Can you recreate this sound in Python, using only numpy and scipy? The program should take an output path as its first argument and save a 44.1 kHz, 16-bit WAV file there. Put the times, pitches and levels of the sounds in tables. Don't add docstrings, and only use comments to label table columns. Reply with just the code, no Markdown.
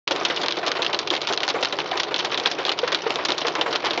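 import sys
import numpy as np
from scipy import signal
from scipy.fft import rfft, irfft
from scipy.io import wavfile

SR = 44100
rng = np.random.default_rng(int(sys.argv[2]) if len(sys.argv) > 2 else 0)


def waveform_to_disk(signal):
    frames = np.transpose(np.atleast_2d(signal))
    scaled = np.clip(frames, -1, 1) * 32767
    samples = np.round(scaled).astype(np.int16)
    wavfile.write(sys.argv[1], SR, samples)


N = 176400

# start in seconds, relative levels of the crack and of
# the ring in dB, hardness from 0 to 1.
WINDSCREEN_STONES = [(0.0764, -7, -20.5, 0.35), (0.1101, -9.5, -22, 0.6), (0.1171, -16.5, -21, 0.5),
                     (0.161, -14.5, -28, 0.9), (0.2502, -5.5, -17.5, 0.96), (0.2531, -7.5, -19.0, 0),
                     (0.299, -21.5, -27, 0.8), (0.307, -14, -28, 0.1), (0.3619, -16.5, -23, 0.97),
                     (0.371, -17, -20.5, 0), (0.4157, -16, -24.5, 0.96), (0.4323, -22, -22, 1),
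                     (0.4605, -13.0, -25.5, 0.9), (0.4831, -6, -23.5, 0.63), (0.5074, -15, -21.5, 0.67),
                     (0.5226, -10, -26, 0.6), (0.5673, -27, -23.5, 0.5), (0.6635, -17, -20, 1.0),
                     (0.6721, -14, -21, 0.6), (0.6799, -11.5, -22.5, 0.8), (0.7167, -7.5, -23, 0.98),
                     (0.768, -19, -24.5, 0.15), (0.8201, -9, -23.5, 0.36), (0.8254, -15, -19, 0.6),
                     (0.8466, -13.5, -22, 0.9), (0.8636, -6, -22.5, 0), (0.929, -19, -19, 0.7),
                     (0.9452, -7.5, -23.5, 0.6), (0.9895, -8.5, -20.5, 1), (1.0735, -14.5, -22.5, 1),
                     (1.1033, -4, -38, 0.2), (1.1088, -15, -26, 1), (1.1365, -21, -23, 0.7),
                     (1.151, -13, -25, 0.8), (1.1642, -12.5, -24, 0.4), (1.2157, -14.5, -22, 1),
                     (1.2716, -10.5, -20, 0.5), (1.2867, -19, -21, 1), (1.3253, -12, -25, 0.7),
                     (1.334, -14, -21, 1.0), (1.3753, -6.5, -24, 0.54), (1.4042, -13, -29.5, 0.4),
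                     (1.432, -9, -18.5, 0.33), (1.4787, -10, -32, 0.94), (1.4871, -12, -21, 0.95),
                     (1.4994, -14.5, -17.5, 0.8), (1.6267, -11.5, -16, 0.5), (1.6479, -8.5, -24, 0.66),
                     (1.6551, -9, -36, 0.4), (1.7245, -14, -21, 0.5), (1.7875, -11, -28, 0.65),
                     (1.8023, -11.5, -31.0, 0), (1.9134, -16, -23.5, 0.4), (1.975, -12, -24.5, 0.6),
                     (1.9978, -12, -19.5, 0.5), (2.001, -8.5, -21, 1), (2.0327, -11.5, -22, 0.94),
                     (2.1424, -5.5, -23, 0), (2.1613, -11.5, -22, 0.2), (2.189, -16, -20.5, 0.95),
                     (2.1948, -18, -19.5, 0.9), (2.2046, -13, -26, 0.5), (2.2475, -14, -19.0, 1),
                     (2.3172, -17.0, -29, 0.4), (2.344, -8, -25, 0.3), (2.3747, -11.5, -20, 0.6),
                     (2.3988, -12, -28.0, 0.6), (2.458, -2, -16, 0), (2.4715, -9.5, -19.5, 0.5),
                     (2.5138, -13.5, -21.5, 1), (2.651, -7.5, -24.5, 0.16), (2.6643, -15, -22, 0.9),
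                     (2.6799, -25, -23.5, 0.2), (2.6927, -5, -19.5, 0.06), (2.7166, -12, -19.5, 1),
                     (2.789, -9.5, -21.5, 0.96), (2.8769, -15.5, -21.5, 0.8), (2.9193, -16, -24.0, 0.8),
                     (2.9246, -14, -21.5, 0.8), (2.9463, -3.5, -18, 0.53), (3.105, -9, -25.5, 0.85),
                     (3.157, -9.5, -29, 0.95), (3.2501, -13.5, -16, 1), (3.284, -26, -18.5, 0.5),
                     (3.304, -8.5, -29, 0.23), (3.3197, -5.5, -23.0, 0.3), (3.3799, -13.5, -20.5, 1),
                     (3.4149, -18.5, -20.5, 0), (3.4676, -15, -19.5, 0.86), (3.4826, -9.5, -26, 0.9),
                     (3.5524, -15.5, -26, 0.9), (3.6114, -6, -16, 0.1), (3.7262, -21, -19, 0.6),
                     (3.7519, -19, -26, 0.7), (3.7578, -7, -19, 0.44), (3.8472, -17, -24, 0.9),
                     (3.8571, -11.5, -23, 0.6), (3.8652, -22, -20, 0.4), (3.9072, -9.5, -21, 0.04),
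                     (3.9321, -17.0, -23, 0), (3.9756, -15.5, -25.5, 0.5)]
# start in seconds, relative levels of thud and clatter in dB.
ROOF_STONES = [(0.108, -22.5, -23.5), (0.152, -27, -26.5), (0.211, -29.5, -26), (0.261, -33, -27),
               (0.299, -28, -21), (0.392, -26.5, -31), (0.433, -25, -23.5), (0.57, -29, -27.5),
               (0.629, -34, -22), (0.672, -26.5, -26), (0.752, -32.5, -23), (0.791, -26, -24.5),
               (0.893, -41, -25), (0.933, -29.5, -27.5), (1.109, -25.5, -29), (1.128, -26.5, -24),
               (1.164, -33, -46), (1.299, -24.5, -23.5), (1.432, -29.5, -31.5), (1.479, -30.5, -25),
               (1.552, -24.5, -23), (1.606, -28.5, -41), (1.626, -41, -28), (1.728, -28.5, -30),
               (1.788, -28.5, -25.5), (1.93, -33, -24.5), (1.953, -29.5, -28.5), (2.109, -28.5, -25.5),
               (2.246, -27.5, -33), (2.319, -33, -22), (2.377, -27, -41), (2.453, -31.5, -22.5),
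               (2.587, -25.5, -24.5), (2.651, -28, -39), (2.679, -26.5, -24), (2.873, -44, -24),
               (2.92, -27.5, -23), (3.098, -26, -25.5), (3.153, -28, -27.5), (3.187, -39, -23),
               (3.287, -23, -21.5), (3.477, -27, -30), (3.552, -30, -21.5), (3.582, -26, -26),
               (3.61, -28, -29), (3.66, -27.5, -21.5), (3.687, -27.5, -35), (3.739, -31, -24.5),
               (3.841, -29, -21.5), (3.865, -31, -23), (3.906, -28, -29), (3.975, -24, -26)]
# start in seconds, ring level in dB, pitch in Hz,
# clatter level in dB, seconds for the ring to fade by 60 dB.
BIG_STONES = [(1.5435, -21, 455, -27, 0.036), (1.918, -23, 734, -30, 0.025),
              (2.8318, -15.5, 499, -23, 0.057), (3.064, -17.5, 460, -20, 0.044),
              (3.449, -21.5, 478, -20, 0.066)]
# multiple of the pitch, level in dB, share of the fade time.
PANEL_TONES = [(.9, -12, .7), (1, 7, 1), (1.11, 1, .55), (2.25, -11, .55)]
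# frequency in Hz, dB for a soft stone, dB for a hard one.
CRACK_COLOURS = [(100, -42.5, -34), (990, -16, -4), (2140, -8.5, -1.5), (3060, 8.5, -1.5), (4130, 3.5, 0.5),
                 (4820, -13, -0.5), (6800, -25.5, -11), (7360, -42.5, -35)]
# frequency in Hz, relative level in dB.
GLASS_RING_COLOUR = [(100, -29.5), (350, -7), (1000, -4), (1900, -8), (2600, -5), (3200, 0.5), (4000, -4),
                     (5000, -7), (6300, -16.5), (7400, -35)]
THUD_COLOUR = [(60, -39.5), (150, -18.5), (250, -13), (345, 1.5), (480, -1.5), (680, -1.5), (900, -5),
               (2000, -33.5)]
CLATTER_COLOUR = [(300, -24.5), (600, -1), (800, -3), (1100, -1.5), (1500, -4.5), (2100, -7), (3000, -11.5),
                  (5500, -28), (7400, -64.5)]
PATTER_COLOUR = [(100, -24.5), (250, -6.5), (350, 2), (600, 0.5), (1000, -0.5), (1900, -4.5), (3200, -3),
                 (4100, -3), (6000, -15.5), (7400, -44.5)]
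SPRAY_COLOUR = [(100, -29), (250, -7), (345, 4), (570, 1), (950, -2), (1800, -12.5), (3200, -13),
                (4100, -16), (6000, -29.5), (7400, -47)]
ROAD_COLOUR = [(45, -30), (64, -17.5), (84, 7.5), (105, 1), (160, 10.5), (220, 2), (400, -27.5)]

HIT_SAMPLES = 4096
T = np.arange(HIT_SAMPLES) / SR
ROOF_RISE_S = 0.00028


def amp(db):
    return 10 ** (np.asarray(db) / 20)


def evened(x):
    return x / np.sqrt(np.mean(x ** 2) + 1e-20)


def add(mix, start_s, sound):
    part = mix[max(round(start_s * SR), 0):][:len(sound)]
    part += sound[:len(part)]


def with_energy(x, db, decay_s):
    return amp(db) * x * np.sqrt(decay_s * SR / 2 / np.sum(x ** 2))


def colour(x, points, ripple_db=0, tilt_db=0, pitch=1):
    octave = np.log2(abs(np.fft.fftfreq(len(x), 1 / SR)) + 1)
    hz, db = np.transpose(points)
    knots = np.log2(np.geomspace(200, 9000, 22))
    ripple = ripple_db * np.interp(octave, knots, rng.standard_normal(len(knots)))
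    tilt = tilt_db * rng.standard_normal() * np.clip(octave - knots.mean(), -1, None)
    gain = amp(np.interp(octave, np.log2(hz * pitch), db) + ripple + tilt)
    response = np.exp(np.conj(signal.hilbert(np.log(gain))))
    return np.fft.ifft(np.fft.fft(x) * response).real


def burst(points, db, rise_s, decay_s, ripple_db=0, tilt_db=0, pitch=1):
    treble_hz, treble_life = 4320, 0.87
    waves = rng.standard_normal(HIT_SAMPLES)
    treble = irfft(rfft(waves) * (np.fft.rfftfreq(HIT_SAMPLES, 1 / SR) > treble_hz))
    dying = (waves - treble) * np.exp(-T / decay_s) + treble * np.exp(-T / (decay_s * treble_life))
    swell = 1 - np.exp(-T / rise_s)
    return with_energy(colour(dying * swell, points, ripple_db, tilt_db, pitch), db, decay_s)


def driving_noise(spray_db=-35.5, road_db=-52.5):
    spray, road = rng.standard_normal((2, N))
    wash = amp(spray_db) * evened(colour(spray, SPRAY_COLOUR))
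    rumble = amp(road_db) * evened(colour(road, ROAD_COLOUR))
    return wash + rumble


def cabin(x, decay_s=0.026, echo_db=-22):
    tail = rng.standard_normal(HIT_SAMPLES) * np.exp(-T / decay_s) * (T > .003)
    return x + amp(echo_db) * signal.oaconvolve(x, tail / np.linalg.norm(tail))[:N]


def rain_ticks(spots=8, drops_per_s=35, db=-50):
    out = np.zeros(N)
    for _ in range(spots):
        tick = evened(colour(1. * (T == 0), crack_colour(1), ripple_db=6.5))
        drops = rng.standard_normal(N) * (rng.random(N) < drops_per_s / spots / SR)
        out += signal.oaconvolve(drops, tick)[:N]
    return amp(db) * evened(out)


def rain_patter(spots=16, drops_per_s=220, spread_db=3, db=-33.5):
    out = np.zeros(N)
    fade = np.exp(-T / 0.0067) + 0.86 * np.exp(-T / 0.0017)
    for _ in range(spots):
        splash = rng.standard_normal(HIT_SAMPLES) * fade
        tap = evened(colour(splash, PATTER_COLOUR, ripple_db=4.5, tilt_db=4))
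        sizes = amp(spread_db * np.minimum(rng.exponential(1, N), 2.5))
        lands = rng.random(N) < drops_per_s / spots / SR
        out += signal.oaconvolve(sizes * lands, tap)[:N]
    return amp(db) * evened(out)


def roof_hail():
    out = np.zeros(N)
    for start_s, thud_db, clatter_db in ROOF_STONES:
        thud = burst(THUD_COLOUR, thud_db + 0.5, ROOF_RISE_S, decay_s=0.033, ripple_db=2, tilt_db=-0.5)
        clatter = burst(CLATTER_COLOUR, clatter_db - 0.5, ROOF_RISE_S, decay_s=0.026,
                        ripple_db=2, tilt_db=2.1)
        add(out, start_s, thud + clatter)
    return out


def roof_knocks(rise_s=0.0036, decay_s=0.014):
    out = np.zeros(N)
    for start_s, ring_db, hz, clatter_db, fade_s in BIG_STONES:
        tones = sum(amp(db - 60 * T / (fade_s * life)) * np.sin(2 * np.pi * hz * ratio * T)
                    for ratio, db, life in PANEL_TONES)
        ring = with_energy(tones * (1 - np.exp(-T / rise_s)), ring_db, decay_s)
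        clatter = burst(CLATTER_COLOUR, clatter_db, ROOF_RISE_S, decay_s)
        add(out, start_s, ring + clatter)
    return out


def crack_colour(hardness):
    return [(hz, soft + (hard - soft) * np.clip(hardness, 0, 1)) for hz, soft, hard in CRACK_COLOURS]


def cross_glass(x, travel_s=0.000881, at_hz=3300):
    hz = np.fft.rfftfreq(len(x), 1 / SR)
    return irfft(rfft(x) * np.exp(-4j * np.pi * travel_s * np.sqrt(at_hz * hz)))


def windscreen_hail(crack_s=0.0012):
    out = np.zeros(N)
    for start_s, crack_db, ring_db, hardness in WINDSCREEN_STONES:
        spot_pitch = np.exp(0.027 * rng.standard_normal())
        blow = (T == 0) + 0.097 * rng.standard_normal(HIT_SAMPLES) * np.exp(-T / crack_s)
        snap = colour(blow, crack_colour(hardness), ripple_db=3, pitch=spot_pitch)
        crack = with_energy(snap, crack_db - 5, 2 * crack_s)
        ring_pitch = spot_pitch * np.exp(0.091 * (hardness - .5))
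        ring = burst(GLASS_RING_COLOUR, ring_db + 1.33, rise_s=0.0015, decay_s=0.0063, pitch=ring_pitch)
        add(out, start_s, cross_glass(crack + ring))
    return out


def scene():
    hits = windscreen_hail() + roof_hail() + roof_knocks() + rain_patter() + rain_ticks()
    return (cabin(hits) + driving_noise())[None]


def record(dry, opens_s=0.072, peak_limit=0.8, low_cut_hz=83.6, high_cut_hz=7500):
    fade_in = np.clip((np.arange(N) / SR - opens_s) / .002, 0, 1)
    rounded = peak_limit * np.tanh(dry / peak_limit)
    low_cut = signal.butter(4, low_cut_hz, "highpass", fs=SR, output="sos")
    thin = signal.sosfilt(low_cut, rounded * fade_in)
    high_cut = signal.firwin(201, high_cut_hz, window=("kaiser", 7), fs=SR)
    return signal.oaconvolve(thin, high_cut[None], "same")


dry = scene()
out = record(dry)
waveform_to_disk(out)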